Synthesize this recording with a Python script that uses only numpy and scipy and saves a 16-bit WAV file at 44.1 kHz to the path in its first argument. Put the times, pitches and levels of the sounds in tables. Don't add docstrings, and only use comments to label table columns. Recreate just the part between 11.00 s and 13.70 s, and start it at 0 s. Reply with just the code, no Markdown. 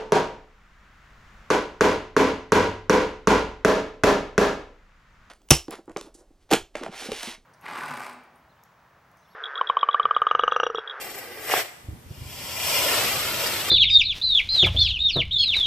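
import sys
import numpy as np
from scipy import signal
from scipy.fft import rfft, irfft
from scipy.io import wavfile
from scipy.ndimage import map_coordinates

SR = 44100
rng = np.random.default_rng(int(sys.argv[2]) if len(sys.argv) > 2 else 0)


def to_wav(s):
    ch = np.atleast_2d(s).T
    pcm = np.round(np.clip(ch, -1, 1) * 32767)
    wavfile.write(sys.argv[1], SR, pcm.astype(np.int16))


N = 119070

# (time [s], hiss [dB], roar [dB], bellow [dB])
DRIVER_BURN = [(.95, -76, -92, -95), (1.1, -54.5, -77, -70), (1.2, -48.5, -57, -72), (1.3, -41.5, -59, -55),
               (1.42, -36.5, -47, -52), (1.53, -33.5, -48, -46.5), (1.64, -26, -44, -42),
               (1.77, -21.5, -36, -34.5), (1.86, -26, -26, -33), (1.97, -26.5, -23.5, -29),
               (2.07, -29.5, -24, -35.5), (2.15, -29, -29, -38.5), (2.33, -33.5, -28, -41.5),
               (2.43, -28.5, -29, -35), (2.55, -35, -27, -40.5), (2.62, -36, -29, -41.5),
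               (2.7, -39, -28.5, -40)]
# (time [s], level [dB], half-width [s])
CRACK_PULSES = [(0.4997, -15.5, 0.00019), (0.5387, -4, 0.00022), (0.5435, -23, 0.00053),
                (.579, -17.5, 0.0004)]
# (time [s], flame [dB], fizz [dB])
FUSE_BURN = [(0, -36.5, -44), (.009, -35.5, -30.5), (.016, -36, -32), (.045, -35.5, -41),
             (.115, -36.5, -42.5), (.135, -40.5, -40), (.172, -37.5, -43.5), (.187, -38.5, -40),
             (.205, -38.5, -45), (.32, -39.5, -51), (.4, -38, -46), (.425, -37, -38), (.49, -38, -35),
             (.55, -48, -48), (.62, -65, -67)]
# (time [s], level [dB], pitch [Hz])
MIC_BUMPS = [(0.849, -40, 90.2), (0.89, -25, 92), (0.931, -36, 87), (1.066, -38, 83), (1.112, -27, 109),
             (1.183, -32.5, 100), (1.22, -26, 96), (1.263, -30, 88)]
# (time [s], level [dB])
MIC_RUMBLE = [(0, -62), (.45, -57), (.55, -48), (.7, -63), (.82, -54.5), (.92, -43.5), (1.02, -52.5),
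              (1.25, -46), (1.6, -45), (2.25, -41.5), (2.7, -46)]
# (frequency [Hz], level [dB])
HISS_SPECTRUM = [(200, -19), (600, -5), (1000, -2), (1250, -8), (1650, -10.5), (2000, -2.5), (2700, 1.5),
                 (3200, 1), (4000, -9), (4700, -1), (5500, -1.5), (6700, -10), (7500, -2.5), (8200, -5),
                 (9000, -8), (10500, -9), (12500, -5), (14000, -2.5), (15000, -6.5)]
ROAR_SPECTRUM = [(100, -21), (180, -7), (280, -5), (420, -8), (590, -0.5), (800, -10), (1100, -3.5),
                 (1350, -1), (1600, -5), (1900, -2), (3300, -2.5), (4400, -5.5), (5500, -8), (6800, -11),
                 (8000, -6.5), (9300, -14), (12000, -6), (14500, -9.5)]
BELLOW_SPECTRUM = [(100, -28), (300, -17.5), (440, -5.5), (590, 2.5), (760, -7), (950, -5.5), (1130, -11.5),
                   (1350, -6.5), (1600, -12.5), (4000, -27)]
FLARE_SPECTRUM = [(100, -32), (200, -34), (330, -2.5), (650, 1), (1000, -5.5), (1400, -4), (2000, 2),
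                  (3000, -3.5), (4200, -9.5), (5400, -8), (6600, -13.5), (8000, -8.5), (9500, -15.5),
                  (12000, -12), (13400, -4), (15000, -22)]
FUSE_SPECTRUM = [(100, -22), (220, -4), (330, -3.5), (550, 4.5), (1000, -5.5), (1400, -6), (2000, 0.5),
                 (2400, -5), (3000, -8.5), (3600, -15), (5500, -10.5), (6600, -22), (14000, -11)]
FIZZ_SPECTRUM = [(300, -12), (1500, 1), (3000, 1.5), (4200, -2.5), (5400, -3), (6600, -2), (8000, 4),
                 (9500, -4), (12000, -1), (13500, 7), (15000, -4)]
# (frequency [Hz], level [dB])
RUMBLE_SPECTRUM = [(20, -28), (50, -8.5), (85, 0.5), (125, -0.5), (200, -7.5), (400, -14), (1000, -26.5),
                   (4000, -72)]
KNOCK_SPECTRUM = [(100, -43), (270, 10), (450, -8), (1200, -43)]
NIGHT_SPECTRUM = [(30, -20), (200, -13), (600, -8), (2000, -13), (5000, -20), (15000, -19.5)]
# (frequency [Hz], gain [dB])
GROUND_TONE = [(2500, -1.5), (4500, 2), (14000, -8)]
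FAR_TONE = [(100, -7), (600, 0.5), (2000, 1.5), (5000, 1.5), (8000, 4), (14000, -4)]
# (frequency [Hz], level against the direct sound [dB])
NEAR_SCATTER = [(100, -7.5), (600, -7.5), (1200, -5), (2000, -3), (3300, 1.5), (4200, 8), (5200, 0),
                (7000, 2), (10000, 0), (12000, 0), (14000, 16)]
# (frequency [Hz], left minus right [dB])
PORT_BALANCE = [(100, -2), (700, .5), (1500, -2), (2000, -1), (2900, -2), (3500, 1.5), (5600, .7),
                (6400, 6.5), (7050, 2.5), (7700, 8.5), (8600, 5), (9300, 5.5), (10500, 5.5), (12000, 4.5),
                (13400, 12), (14600, -3)]

HUB_ECHO_S, SWING_S = .00252, 0.000442
TURN_START_S, REST_RAD, SPIN_RAD_S2 = 1.3, -.4, 5.5


def drivers():
    angle = REST_RAD + SPIN_RAD_S2 * np.maximum(clock() - TURN_START_S, 0) ** 2 / 2
    out = 0
    for side, db in ((-0.985, 0.045), (0.898, 2.5)):
        hiss = gas(HISS_SPECTRUM, flutter_db=1.0, flutter_hz=170, pops_per_s=1500, pop_db=-7, spread_db=4.5)
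        roar = gas(ROAR_SPECTRUM, flutter_db=3.4, pops_per_s=500, pop_db=-10.5, spread_db=7)
        jet = hiss * curve(DRIVER_BURN, 1) + roar * curve(DRIVER_BURN, 2)
        jet += noise(BELLOW_SPECTRUM) * curve(DRIVER_BURN, 3)
        echo_s = HUB_ECHO_S + side * SWING_S * np.cos(angle)
        out += undb(db) * with_ground_echo(jet, echo_s, share=0.54)
    return out / np.sqrt(2)


def crack(low_cut_hz=330):
    pulses = 0
    for at, db, width in CRACK_PULSES:
        u = (clock() - at) / width
        pulses -= undb(db) * u * np.exp((1 - u * u) / 2)
    low_cut = signal.butter(2, low_cut_hz, "high", fs=SR, output="sos")
    return with_ground_echo(signal.sosfilt(low_cut, pulses), HUB_ECHO_S, share=0.68)


def flare(on_s=0.511, off_s=0.57, full_db=-21, rise_db_s=370, fall_db_s=240):
    t = clock()
    db = full_db - rise_db_s * np.maximum(on_s - t, 0) - fall_db_s * np.maximum(t - off_s, 0)
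    flame = gas(FLARE_SPECTRUM, flutter_db=4.2, pops_per_s=1500, pop_db=-2, spread_db=0.5)
    return with_ground_echo(flame * undb(db), HUB_ECHO_S, share=0.12)


def fuse():
    flame = gas(FUSE_SPECTRUM, flutter_db=1.5, pops_per_s=900, pop_db=-11, spread_db=2.5)
    fizz = gas(FIZZ_SPECTRUM, flutter_db=2.8, pops_per_s=1800, pop_db=-16, spread_db=0)
    burn = flame * curve(FUSE_BURN, 1) + fizz * curve(FUSE_BURN, 2)
    return with_ground_echo(burn, HUB_ECHO_S, share=0.53)


def gas(spectrum, flutter_db, pops_per_s, pop_db, spread_db, flutter_hz=120):
    rush = rng.standard_normal(N) * undb(flutter_db * wander(flutter_hz))
    sizes = undb(spread_db * np.minimum(rng.exponential(size=N), 4))
    pops = (rng.random(N) < pops_per_s / SR) * sizes * rng.choice([-1, 1], N)
    return unit(colour(unit(rush) + undb(pop_db) * unit(pops), spectrum))


def mic_bumps(half_width_cycles=0.64, knock_db=-20):
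    out = curve(MIC_RUMBLE) * noise(RUMBLE_SPECTRUM)
    knock = undb(knock_db) * noise(KNOCK_SPECTRUM)
    for at, db, hz in MIC_BUMPS:
        cycles = (clock() - at) * hz
        envelope = undb(db) * np.exp(-(cycles / half_width_cycles) ** 2)
        out += envelope * (knock - np.sin(2 * np.pi * cycles))
    return out


def with_ground_echo(x, delay_s, share):
    echo = map_coordinates(x, [(clock() - delay_s) * SR], order=3)
    return (x + share * colour(echo, GROUND_TONE)) / np.hypot(1, share)


def near_scatter(x, count=16, longest_s=.02, drift_hz=30):
    analytic = signal.hilbert(x, 2 * N)[:N]
    out = 0
    for lag in (rng.uniform(.1, 1, count) * longest_s * SR).astype(int):
        delayed = np.pad(analytic, (lag, 0))[:N]
        out += (delayed * np.exp(1j * np.pi * wander(drift_hz))).real
    return out / np.sqrt(count)


def at_ports(x, left_lead_s=.000022):
    hz = np.fft.rfftfreq(2 * N, 1 / SR)
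    direct = rfft(x, 2 * N) * np.exp(2j * np.pi * hz * left_lead_s * np.array([[.5], [-.5]]))
    blur = rfft(np.array([near_scatter(x), near_scatter(x)]), 2 * N)
    share = gains(NEAR_SCATTER)
    return irfft((direct + share * blur) / np.hypot(1, share))[:, :N]


def far_tail(x, t60_s=0.86, gain_db=-16):
    decay = rng.standard_normal((2, N)) * undb(-60 * clock() / t60_s)
    tail = signal.fftconvolve(x[None], unit(decay) / np.sqrt(N), axes=1)[:, :N]
    return undb(gain_db) * colour(tail, FAR_TONE)


def night_air(level_db=-53):
    return undb(level_db) * noise(NIGHT_SPECTRUM, (2, N))


def undb(db):
    return 10 ** (np.asarray(db) / 20)


def unit(x):
    return x / np.sqrt(np.mean(x ** 2))


def clock():
    return np.arange(N) / SR


def curve(table, column=1):
    rows = np.array(table)
    return undb(np.interp(clock(), rows[:, 0], rows[:, column]))


def gains(points):
    hz, db = np.array(points).T
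    bin_hz = np.arange(N + 1) * SR / (2 * N)
    return undb(np.interp(np.log(bin_hz + 1), np.log(hz), db))


def colour(x, points):
    return irfft(rfft(x, 2 * N) * gains(points))[..., :N]


def noise(spectrum, shape=N):
    return unit(colour(rng.standard_normal(shape), spectrum))


def wander(rate_hz):
    return map_coordinates(rng.standard_normal(4096), [clock() * rate_hz], order=2, mode="wrap")


def scene():
    burning = fuse() + flare() + drivers()
    cracks = crack()
    background = far_tail(burning + cracks) + night_air()
    return at_ports(burning + mic_bumps()) + cracks + background


def record(dry, top_hz=14650):
    tilt = gains(PORT_BALANCE) ** np.array([[.5], [-.5]])
    tilt /= np.sqrt(np.mean(tilt ** 2, axis=0))
    heard = irfft(rfft(dry, 2 * N) * tilt)[:, :N]
    return signal.sosfilt(signal.ellip(12, .2, 80, top_hz, fs=SR, output="sos"), heard)


dry = scene()
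out = record(dry)
to_wav(out)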